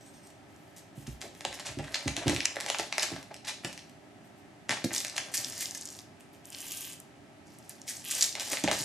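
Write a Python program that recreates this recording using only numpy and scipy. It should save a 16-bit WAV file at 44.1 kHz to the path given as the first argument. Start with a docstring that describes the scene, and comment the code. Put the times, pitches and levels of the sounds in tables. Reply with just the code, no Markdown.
"""A kitten claws a rope-wrapped scratching post in a living room with a parquet floor.
Its claws rasp over the fibres in tiny stick-slip grains, rip through them and snap free; its body
thumps the carpeted base. It bats and paws a dangling toy whose foil tuft crinkles and swishes and whose
trinket tinkles. Paws and toy brush the carpet. The room answers briefly and hums softly underneath."""
import sys
import numpy as np
from scipy import signal
from scipy.fft import rfft, irfft, next_fast_len
from scipy.io import wavfile

SR = 44100
rng = np.random.default_rng(int(sys.argv[2]) if len(sys.argv) > 2 else 0)


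def wrap_up_sound(samples):
    """Save the sound to the file named by the first command line argument, as 16-bit audio."""
    columns = np.atleast_2d(samples).T
    # keep every value between -1 and 1, then stretch to whole-number steps
    tamed = np.clip(columns, -1, 1)
    steps = np.round(tamed * 32767).astype(np.int16)
    wavfile.write(sys.argv[1], SR, steps)


N = 389844
TOP_HZ, HIT_SAMPLES = 14600, 8192

# Claws snapping free of the rope (all cue levels are pre-fader): start_s, level_db, pitch_hz, width_oct
CLAW_SNAPS = [(1.2157, -35.5, 4500, 0.66), (1.3506, -50, 4000, 0.97), (1.4083, -37, 3200, 1.06),
              (1.451, -23.5, 2300, 1.04), (1.5278, -35.5, 2940, 0.83), (1.5425, -43, 5000, 0.88),
              (1.554, -43, 6000, 0.6), (1.5975, -37.5, 4000, 1.7), (1.668, -33.5, 3740, 0.81),
              (1.7882, -39, 4000, 0.74), (1.846, -42, 2200, 0.72), (1.9434, -25, 2970, 0.6),
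              (1.946, -25, 4500, 0.32), (2.0799, -24.5, 3320, 0.8), (2.1666, -26, 3830, 0.86),
              (2.2809, -22.5, 3730, 0.78), (2.2965, -24.5, 3420, 1), (2.348, -33, 5500, 0.87),
              (2.3634, -25, 3340, 0.66), (2.4052, -24, 3350, 0.43), (2.4313, -37, 3260, 0.44),
              (2.4553, -25, 2080, 0.32), (2.559, -37, 3500, 1.1), (2.5675, -27.5, 1220, 0.81),
              (2.603, -31, 4000, 0.97), (2.6086, -29.5, 4020, 1.26), (2.6631, -29, 3000, 1.24),
              (2.701, -21, 2960, 1.15), (2.7464, -24.5, 1920, 0.63), (2.7858, -31, 5960, 0.45),
              (2.797, -26.5, 1990, 1.7), (2.926, -24, 2770, 0.7), (2.9819, -20, 3140, 1.18),
              (2.9962, -25, 4800, 0.26), (3.0236, -30, 4500, 0.74), (3.163, -36, 2100, 0.76),
              (3.2287, -44, 4500, 1.2), (3.343, -39, 3900, 1.15), (3.3654, -45, 4040, 0.7),
              (3.6481, -29.5, 3800, 1.1), (3.729, -40.5, 4500, 1.1), (3.734, -45, 4500, 1),
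              (3.7773, -38.5, 3930, 0.75), (3.7919, -45, 4000, 0.41), (3.8966, -53, 5500, .9),
              (4.6938, -21.5, 2760, 1.03), (4.7081, -24.5, 2940, 0.87), (4.715, -27.5, 2600, 0.88),
              (4.9073, -36.5, 2000, .5), (4.939, -32.5, 4500, 0.67), (4.9632, -26, 4940, 0.59),
              (5.0042, -30, 5200, 0.62), (5.0485, -28, 4630, 1.12), (5.0982, -35.5, 4950, 0.5),
              (5.1655, -31, 5150, 0.54), (5.18, -23.5, 3680, 0.86), (5.1829, -29.5, 3020, 0.76),
              (8.3532, -29, 3380, 0.81), (8.398, -28.5, 5000, 0.69), (8.4079, -32, 4800, 0.74),
              (8.5714, -27, 2750, 0.54), (8.639, -27, 5470, 0.48), (8.677, -22, 1490, 0.84),
              (8.6845, -24.5, 1890, .7), (8.7142, -19.5, 2340, 1.3)]
def claw_snaps():
    """A fibre creaks under strain, lets go, and the claw catches again within a millisecond or two."""
    return on_post(snaps(CLAW_SNAPS, catch_gap_s=.0004, catch_gain=0.5))


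# Louder rips along the rope, one of them the body sliding low against the post at 1.22 s: start_s, level_db,
# length_s, pitch_hz
CLAW_RIPS = [(1.063, -47, .016, 3660), (1.206, -45.5, 0.027, 3770), (1.223, -51.5, 0.046, 326),
             (1.452, -41, 0.0049, 700), (1.538, -45, 0.011, 6000), (1.596, -42, 0.012, 3480),
             (1.646, -40, 0.043, 3250), (1.789, -41.5, 0.018, 1180), (1.84, -45.5, .007, 1870),
             (1.871, -47.5, 0.013, 1890), (1.942, -34.5, 0.019, 3100), (2.074, -32, 0.0083, 2230),
             (2.159, -40.5, 0.034, 2500), (2.21, -44, 0.016, 1000), (2.262, -37, 0.058, 3040),
             (2.677, -35.5, 0.02, 3050), (2.784, -34, 0.02, 3260), (3.0, -41, 0.022, 4200),
             (3.023, -27, .016, 3450), (3.304, -47, 0.019, 1100), (3.444, -45, 0.019, 2880),
             (3.468, -34.5, 0.035, 3720), (3.644, -36, 0.011, 2500), (4.695, -34.5, 0.041, 2430),
             (4.767, -38, 0.0083, 2480), (4.841, -31, 0.0079, 5700), (4.909, -40.5, 0.013, 2070),
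             (5.156, -39.5, 0.03, 3820), (8.397, -39.5, 0.027, 4150), (8.638, -31, 0.011, 2800),
             (8.677, -32.5, 0.016, 1800), (8.715, -34.5, 0.018, 2100)]
def claw_rips():
    """Claws tear through the fibres, and once the body slides low against the post; a short, quiet tear also
    sits under every snap."""
    strong_rips = [(*row, 0.99) for row in CLAW_RIPS]  # width in octaves
    tears = [(start_s, db - 25, .012, pitch_hz, octaves) for start_s, db, pitch_hz, octaves in CLAW_SNAPS]
    return on_post(rips(strong_rips + tears, per_s=4000, scatter_db=5.0))


# Claw strokes on the rope: start_s, length_s, level_db
CLAW_DRAGS = [(1.22, 0.059, -49), (1.41, 0.34, -47), (1.82, 0.4, -45.5), (2.2, 0.33, -43),
              (2.55, 0.34, -43.5), (2.94, 0.23, -43), (3.63, 0.068, -43.5), (4.69, 0.076, -41),
              (4.89, 0.53, -49), (8.35, 0.048, -44.5), (8.5, 0.089, -38), (8.64, 0.15, -41.5)]
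# Tone of the rope: freq_hz, gain_db
ROPE_EQ = [(40, -55), (200, -8), (400, -4.5), (580, 7), (800, 2.5), (1150, 2.5), (1900, 0), (3400, -9.5),
           (6000, -10), (9000, -12), (11500, -13), (14000, -42)]
def rope_rasp():
    """Dragging claws stick and slip over the fibres, more scrape than fizz."""
    pressure = strokes(CLAW_DRAGS, attack_s=0.0009, release_s=0.055, arch_db=6.0)
    return rasp(pressure, crackle(ROPE_EQ, per_s=1000, scatter_db=6.0),
                split_hz=2800, scrape_db=-2.0, fizz_db=-9.5)


# Hollow ring of the post: freq_hz, width_hz, gain_db
POST_MODES = [(575, 173, 10), (810, 86, 6), (1900, 820, -7), (6620, 4200, -4.5)]
def on_post(x, travel_s=0.000788, at_hz=996, front_hz=6900):
    """The post rings under a contact; treble travels faster in it, so each click chirps downwards."""
    lag_cycles = lambda hz: travel_s * np.sqrt(at_hz) * (2 * np.sqrt(hz) - hz / np.sqrt(front_hz))
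    return filtered(x, lambda hz: (1 + modes(POST_MODES, hz)) * np.exp(-2j * np.pi * lag_cycles(hz)))


# Body or paw landing on the base: start_s, level_db, pitch_hz, weight_vs_contact_db
BODY_THUMPS = [(.977, -42.5, 145, -15), (1.079, -36, 133, -9), (1.245, -47, 320, -20),
               (1.47, -52, 110, -15), (1.692, -47.5, 157, -3), (1.772, -35.5, 181, -21),
               (1.794, -35.5, 211, -20), (2.0595, -31.5, 185, -1.5), (2.075, -37, 302, -15),
               (2.178, -37.5, 290, -20), (2.26, -30.5, 210, -4), (2.268, -27, 350, 0),
               (2.294, -26, 382, -11.5), (2.331, -31.5, 320, -8), (2.376, -41.5, 370, -17),
               (2.795, -43, 282, -12), (3.03, -49, 280, -10), (3.117, -39.5, 420, -21),
               (3.126, -37, 239, -15), (3.647, -37.5, 190, -21), (4.696, -37.5, 272, -12),
               (4.844, -26.5, 235, -12), (5.385, -49.5, 200, -10), (5.46, -48.5, 220, -9),
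               (8.523, -43, 294, -17), (8.64, -25.5, 255, -14), (8.714, -34, 310, -13),
               (8.805, -43, 150, -18)]
# Woody ring of post and base: freq_hz, width_hz, gain_db
BASE_MODES = [(62.5, 5.1, 15), (134, 37, 5.5), (172, 64, -3), (285, 71, 4.5), (347, 42, 6), (517, 85, 4.5),
              (770, 640, 8)]
def body_thumps(rattle_gain=0.055, rattle_s=0.011, weight_lag_s=0.0061):
    """A blow rings the post and its base, which rocks briefly; the body's weight settles just after."""
    out, t = np.zeros(N), np.arange(HIT_SAMPLES) / SR
    weight = resonate(signal.unit_impulse(HIT_SAMPLES), pitch_hz=117, octaves=0.37, low_hz=90)
    for start_s, db, pitch_hz, weight_db in BODY_THUMPS:
        blow = rattle_gain * rng.standard_normal(HIT_SAMPLES) * np.exp(-t / rattle_s)
        blow[0] += 1
        thud = resonate(blow, pitch_hz, octaves=0.64, low_hz=74.6)
        add(out, start_s, filtered(thud, lambda hz: modes(BASE_MODES, hz)), db, hold_s=0.019)
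        add(out, start_s + weight_lag_s, weight, db + weight_db, hold_s=0.019)
    return out


# Featured pops of the toy's foil: start_s, level_db, pitch_hz
FOIL_POPS = [(0.563, -60, 7500), (.7648, -56, 6500), (2.4544, -23.5, 5900), (2.456, -21, 6180),
             (4.9488, -31, 6300), (4.98, -29, 6100), (4.982, -30, 6100), (5.069, -37, 6800),
             (5.082, -37, 6500), (5.3718, -31, 6500), (5.377, -28.5, 6300), (5.446, -29.5, 4870),
             (5.499, -38, 9000), (5.5237, -39, 5950), (5.5624, -45, 7000), (5.579, -38, 6700),
             (5.6573, -31, 4770), (5.71, -36, 6400), (5.749, -40, 7500), (5.775, -39, 7700),
             (5.7794, -41, 7700), (5.812, -38.5, 7600), (5.8188, -44, 6500), (5.824, -41.5, 5500),
             (5.855, -37, 7820), (5.86, -42, 7000), (5.875, -41.5, 6260), (5.8881, -42, 5800),
             (5.9031, -45, 6800), (5.928, -47, 7000), (5.951, -48, 5000), (5.9899, -42.5, 4580),
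             (6.455, -44.5, 8200), (6.503, -43, 9500), (6.5476, -36.5, 4160), (6.605, -40, 7000),
             (6.618, -44, 7500), (6.667, -43, 9000), (6.71, -42, 6000), (6.7715, -41, 8000),
             (6.775, -42, 9000), (6.8175, -44, 8500), (6.9324, -43, 9600), (7.0015, -42.5, 10100),
             (7.4805, -60, 6500), (7.52, -62, 5000), (7.587, -50, 9500), (7.695, -37, 10400),
             (7.817, -44, 6400), (7.9684, -39.5, 7100), (8.151, -29, 7900), (8.2099, -23, 6160),
             (8.215, -26, 4900), (8.225, -18, 5900), (8.229, -21, 6200), (8.242, -25.5, 5000),
             (8.248, -30, 5950), (8.263, -34, 7400), (8.2925, -34, 5300), (8.327, -37.5, 5460)]
def foil_pops(grip, crinkles_per_s=110, threshold_db=-52, crinkle_hz=6800, width_oct=0.32):
    """Creases pop; a firm enough grip adds small random crinkles that grow louder with it."""
    count = int(crinkles_per_s * N / SR)
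    places, chances = rng.integers(N, size=count), rng.standard_normal((count, 2))
    excess_db = 20 * np.log10(grip[places] + 1e-20) - threshold_db
    crinkles = [(place / SR, -55 + 0.13 * excess + 3 * accent, crinkle_hz * 2 ** (0.25 * detune))
                for place, excess, (accent, detune) in zip(places, excess_db, chances) if excess > 0]
    creases = [(*row, width_oct) for row in FOIL_POPS + crinkles]
    return on_toy(snaps(creases, catch_gap_s=.0005, catch_gain=0.61))


# Paws gripping the foil: start_s, length_s, level_db
FOIL_GRIPS = [(4.92, 0.089, -36), (5.315, 0.37, -42), (5.69, 0.31, -49), (7.45, 0.76, -60.5),
              (7.86, 0.14, -49), (8.13, 0.13, -36.5), (8.4, 0.13, -39.5), (8.5, 0.096, -41),
              (8.71, 0.15, -34.5)]
def foil_grip():
    """Paw pressure on the foil, which drives its rustle and its crinkles."""
    return strokes(FOIL_GRIPS, attack_s=0.0046, release_s=0.019, arch_db=3.0)


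# Tone of the foil: freq_hz, gain_db
FOIL_EQ = [(60, -50), (350, -2.5), (650, 1), (1150, -1), (1420, -1), (1690, 0.5), (2430, -3), (3020, -1.5),
           (3600, -4.5), (4800, 2), (7060, 3), (13800, -7.5), (15000, -41)]
def foil_rustle(grip):
    """Handled foil sticks and slips, more fizz than scrape."""
    return rasp(grip, crackle(FOIL_EQ, per_s=1500, scatter_db=4.5),
                split_hz=3800, scrape_db=-9.5, fizz_db=-4.5)


# Paw swipes at the toy: start_s, level_db, length_s
TOY_SWIPES = [(.265, -56, 0.0088), (0.3, -58, 0.0065), (0.76, -53.5, 0.032), (4.927, -39.5, 0.056),
              (5.338, -29.5, 0.017), (5.35, -39.5, 0.06), (5.568, -44.5, 0.033), (5.599, -35, 0.033),
              (5.748, -39.5, 0.0092), (7.694, -50.5, 0.018), (7.874, -37.5, 0.035), (8.109, -28.5, .01),
              (8.176, -35.5, 0.02), (8.207, -31, 0.035), (8.513, -33.5, 0.022)]
def toy_swipes(pitch_hz=8900, width_oct=0.83):
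    """A paw skims the foil in a bright swish of dense slips."""
    return on_toy(rips([(*row, pitch_hz, width_oct) for row in TOY_SWIPES], per_s=12000, scatter_db=6.0))


# Ring of the foil tuft: freq_hz, width_hz, gain_db
TUFT_MODES = [(1800, 480, 11.5), (4650, 340, -14), (5670, 480, -4), (6830, 2600, -3.5)]
def on_toy(x):
    """The foil tuft adds its thin ring to a contact."""
    return filtered(x, lambda hz: 1 + modes(TUFT_MODES, hz))


# Shakes of the toy's trinket: start_s, level_db
TINKLES = [(.008, -60.5), (.06, -59), (.138, -60), (.232, -60.5), (8.23, -36.5)]
# Partials of the trinket: freq_hz, level_db, t60_s
TRINKET_PARTIALS = [(4700, -8, 0.0053), (5500, -1, 0.0046), (6500, 6, 0.0032), (8060, 5, 0.0051),
                    (12600, -10, .004)]
def trinket_tinkles(detune=0.037, rattle_s=0.048):
    """The swinging toy's trinket rattles faintly, a little differently each time."""
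    out, t = np.zeros(N), np.arange(HIT_SAMPLES) / SR
    for start_s, db in TINKLES:
        ring = np.zeros(HIT_SAMPLES)
        for hz, partial_db, t60_s in TRINKET_PARTIALS:
            decay = amp(partial_db + rng.normal(0, 3) - 60 * t / t60_s)
            ring += decay * np.sin(2 * np.pi * hz * rng.normal(1, detune) * t)
        rattle = rng.standard_normal(HIT_SAMPLES) * np.exp(-t / rattle_s)
        add(out, start_s, signal.fftconvolve(ring, rattle)[:HIT_SAMPLES], db, hold_s=0.035)
    return out


# The toy rubbed on the carpet: start_s, length_s, level_db
TOY_RUBS = [(6.195, 0.017, -53), (6.325, 0.041, -55.5), (6.44, 0.063, -53), (6.51, 0.43, -39.5),
            (8.04, 0.16, -35.5)]
# Paws brushing the carpet: start_s, length_s, level_db
PAW_BRUSHES = [(0, 0.31, -78), (.48, 0.34, -77), (.95, 0.085, -65.5), (1.06, 0.068, -66),
               (1.22, 0.041, -65), (1.34, .05, -66), (3.76, 0.15, -82), (4.24, .012, -71),
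               (4.365, .03, -76)]
# Tone of the rubbed pile: freq_hz, gain_db
CARPET_EQ = [(710, -16), (1200, -2.5), (1450, -24), (1560, -2), (1790, -8.5), (3040, 1.5), (4000, -6),
             (4840, -4.5), (7230, -2), (11600, -3.5), (13500, -5), (14400, -3), (15000, -24)]
def carpet_rubs():
    """The pile crackles finely: grainy under the toy, smoother under the paws."""
    toy = strokes(TOY_RUBS, attack_s=0.0025, release_s=0.0048, arch_db=7.0)
    toy *= unit(crackle(CARPET_EQ, per_s=2200, scatter_db=6.0))
    paws = strokes(PAW_BRUSHES, attack_s=0.0064, release_s=.025, arch_db=0)
    paws *= unit(crackle(CARPET_EQ, per_s=2500, scatter_db=1.5))
    return amp(-4) * toy + amp(4.5) * paws


# Reverb time of the room: freq_hz, t60_s
ROOM_DECAY = [(100, 0.45), (500, 0.27), (1400, 0.27), (3700, 0.47), (9700, 0.31), (15000, 0.28)]
# Stereo image of the reverb: freq_hz, left_right_correlation
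ROOM_IMAGE = [(100, 0.96), (500, 1), (1500, 0.57), (4000, 0.37), (8000, 0.87), (13000, 0.19)]
def room_reverb(x, build_s=0.00055, stretches=16):
    """The room's answer changes as the kitten moves about: each stretch gets a fresh noise tail."""
    out, hop = np.zeros((2, N + 2 * SR)), N // stretches + 1
    for start in range(0, N, hop):
        hz, t, noise = signal.stft(rng.standard_normal((2, SR // 2)), SR, nperseg=256)
        decay = amp(-60 * t / curve(ROOM_DECAY, hz)[:, None]) * (1 - np.exp(-t / build_s))
        tail = signal.istft(noise * decay, SR, nperseg=256)[1]
        wet = signal.fftconvolve(x[None, start:start + hop], tail / np.linalg.norm(tail[0]), axes=1)
        out[:, start:start + wet.shape[1]] += wet
    return stereo(out[:, :N], ROOM_IMAGE)


# Tone of the room's air: freq_hz, gain_db
AIR_EQ = [(25, -47), (55, -19.5), (100, -4.5), (220, -5.5), (286, -4), (420, -10), (560, -8), (800, -7),
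          (1000, -13), (1800, -16), (4000, -27.5), (8000, -32), (12000, -39), (15000, -56)]
# Stereo image of the air: freq_hz, left_right_correlation
AIR_IMAGE = [(60, 0.69), (180, 0.78), (550, 0.49), (1650, 0.18), (4970, 0.25), (15000, 0.59)]
# The room's hum: freq_hz, level_db
HUM_TONES = [(290.7, -65), (398.4, -67), (640.6, -71.5), (1303, -73), (1793, -93)]
def room_tone(linewidth_hz=4):
    """A steady bed of rushing air with a few faint, wavering tones."""
    air = filtered(stereo(rng.standard_normal((2, N)), AIR_IMAGE), lambda hz: amp(curve(AIR_EQ, hz)))
    hum, t = np.zeros(N), np.arange(N) / SR
    for hz, db in HUM_TONES:
        drift = np.cumsum(rng.standard_normal(N)) * np.sqrt(2 * np.pi * linewidth_hz / SR)
        hum += amp(db) * np.sqrt(2) * np.sin(2 * np.pi * hz * t + drift)
    return amp(-53) * unit(air) + amp(-1) * hum


def snaps(rows, catch_gap_s, catch_gain, strain_s=0.0052, settle_s=0.00076, lead=400):
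    """Chatter swells under strain up to a click, followed by three ever weaker catches."""
    out, t = np.zeros(N), (np.arange(HIT_SAMPLES) - lead) / SR
    swell = np.exp(np.maximum(np.minimum(t / strain_s, -t / settle_s), -20))
    for start_s, db, pitch_hz, octaves in rows:
        force = 0.015 * rng.standard_normal(HIT_SAMPLES) * swell
        force[lead] += 1
        catches = lead + np.cumsum(rng.uniform(.5, 2, size=3) * catch_gap_s * SR).astype(int)
        force[catches] += rng.choice([-1, 1], size=3) * catch_gain ** np.arange(1, 4)
        add(out, start_s - lead / SR, resonate(force, pitch_hz, octaves), db, hold_s=0.0021)
    return out


def rips(rows, per_s, scatter_db):
    """Runs of slips that swell as the claw or paw digs in and stop as it leaves."""
    out = np.zeros(N)
    for start_s, db, length_s, pitch_hz, octaves in rows:
        t = np.arange(int(2 * length_s * SR)) / SR
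        stroke = (1 - np.exp(-t / (0.15 * length_s))) * np.exp(-(t / length_s) ** 4 / 2)
        grains = stroke * slips(per_s, scatter_db, len(t))
        add(out, start_s, resonate(grains, pitch_hz, octaves), db, length_s)
    return out


def slips(per_s, scatter_db, size, decay_s=0.00017, grain_samples=32):
    """Tiny stick-slip grains at random moments, each with its own pitch and strength."""
    when, height, phase, chance = rng.random((int(per_s * size / SR), 4)).T[:, :, None]
    t = np.arange(grain_samples) / SR
    strength = np.sqrt(height) * amp(-scatter_db * np.log(chance + .03))
    grains = strength * np.sin(2 * np.pi * (TOP_HZ * height ** 2 * t + phase)) * np.exp(-t / decay_s)
    places = (when * size).astype(int) + np.arange(grain_samples)
    return np.bincount(places.ravel(), grains.ravel(), size)[:size]


def crackle(eq, per_s, scatter_db):
    """A steady stream of slips in the tone of a material."""
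    return filtered(slips(per_s, scatter_db, N), lambda hz: amp(curve(eq, hz)))


def rasp(pressure, grains, split_hz, scrape_db, fizz_db):
    """Grains split into dull scrape and bright fizz, both riding the pressure."""
    scrape = filtered(grains, lambda hz: 1 / (1 + (hz / split_hz) ** 6))
    return pressure * (amp(scrape_db) * unit(scrape) + amp(fizz_db) * unit(grains - scrape))


def strokes(rows, attack_s, release_s, arch_db):
    """Pressure envelope: each stroke sets in, arches by arch_db at its middle and lets go."""
    out, t = np.zeros(N), np.arange(N) / SR
    for start_s, length_s, db in rows:
        span = slice(int(start_s * SR), int((start_s + length_s + 6 * release_s) * SR))
        age = t[span] - t[span][0]
        off_centre = np.minimum((2 * age / length_s - 1) ** 2, 1)
        attack = 1 - np.exp(-age / attack_s)
        release = np.exp(-np.maximum(age - length_s, 0) / release_s)
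        out[span] += amp(db - arch_db * off_centre) * attack * release
    return out


def resonate(x, pitch_hz, octaves, low_hz=280):
    """A broad causal resonance around a pitch; dull contacts are soft and lose their top."""
    hz = np.fft.rfftfreq(HIT_SAMPLES, 1 / SR) + 1
    gain = np.exp(-(np.log2(hz / pitch_hz) / (2 * octaves)) ** 2) / np.sqrt(hz / pitch_hz)
    gain /= np.sqrt(1 + (hz / (8200 + 0.99 * pitch_hz)) ** 16 + (low_hz / hz) ** 4)
    cepstrum = irfft(np.log(gain + 1e-3))
    cepstrum[1:HIT_SAMPLES // 2] *= 2  # minimum phase keeps the attack sharp
    cepstrum[HIT_SAMPLES // 2 + 1:] = 0
    return irfft(rfft(x, HIT_SAMPLES) * np.exp(rfft(cepstrum)) * (hz < TOP_HZ))


def modes(table, hz):
    """Summed response of a few resonances."""
    return sum(amp(db) * bandpass(hz, centre, width) for centre, width, db in table)


def bandpass(hz, centre, width):
    """Causal response of one resonance."""
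    return 1j * hz * width / (centre ** 2 - hz ** 2 + 1j * hz * width)


def stereo(pair, image):
    """Two unrelated signals become left and right with a given correlation."""
    angle = lambda hz: np.arccos(curve(image, hz)) / 2
    mid, side = filtered(pair, lambda hz: np.array([np.cos(angle(hz)), np.sin(angle(hz))]))
    return np.array([mid + side, mid - side])


def filtered(x, response):
    """Apply a frequency response."""
    size = x.shape[-1]
    padded = next_fast_len(size + HIT_SAMPLES // 4)
    return irfft(rfft(x, padded) * response(np.fft.rfftfreq(padded, 1 / SR)), padded)[..., :size]


def add(track, start_s, sound, db, hold_s):
    """Mix in a sound with the energy of db held for hold_s."""
    part = track[max(round(start_s * SR), 0):][:len(sound)]
    part += (amp(db) * sound * np.sqrt(hold_s * SR / (np.sum(sound ** 2) + 1e-20)))[:len(part)]


def curve(points, hz):
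    """Read breakpoints on a log frequency axis."""
    freqs, values = np.transpose(points)
    return np.interp(np.log(hz + 1), np.log(freqs + 1), values)


def amp(db):
    """Decibels to gain."""
    return 10 ** (np.asarray(db) / 20)


def unit(x):
    """Scale to rms 1."""
    return x / np.sqrt(np.mean(x ** 2) + 1e-20)


def scene():
    """Post, toy and carpet, mixed with their reverb over the room tone."""
    grip = foil_grip()
    friction = rope_rasp() + foil_rustle(grip) + carpet_rubs()
    friction += amp(-3.5) * (claw_rips() + toy_swipes())
    tinkles = amp(-0.5) * trinket_tinkles()
    clicks = amp(-2.0) * claw_snaps()
    pops = amp(-1.0) * foil_pops(grip)
    thumps = amp(-1.5) * body_thumps()
    send = amp(-2.5) * (friction + tinkles + clicks) + amp(-10.5) * pops + amp(-3.0) * thumps
    return friction + tinkles + clicks + pops + thumps + room_reverb(send) + room_tone()


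# Dips in the master EQ: freq_hz, width_hz, depth_fraction
MASTER_DIPS = [(480, 92, 0.98), (1445, 61, 1), (1095, 820, 0.47)]
# Stereo balance: freq_hz, left_minus_right_db
BALANCE = [(60, -2.5), (180, -2.5), (550, -0.5), (1650, 0.0), (4970, 0.0), (15000, 0.5)]
# Phase between the sides: freq_hz, left_lead_rad
PHASE_LEAD = [(0, -0.26), (1030, 0.49), (9990, -0.7), (14300, -1), (14600, -1.5), (15200, -0.3)]
def record(dry):
    """Master: two narrow notches and a broad dip, slightly unequal sides, a steep high cut."""
    def response(hz):
        dips = np.prod([1 - depth * bandpass(hz, centre, width)
                        for centre, width, depth in MASTER_DIPS], axis=0)
        sides = np.array([[.5], [-.5]])
        image = amp(sides * curve(BALANCE, hz)) * np.exp(1j * sides * curve(PHASE_LEAD, hz))
        return dips * image / np.sqrt(1 + (hz / TOP_HZ) ** 120)
    return filtered(dry, response)


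dry = scene()
out = record(dry)
wrap_up_sound(out)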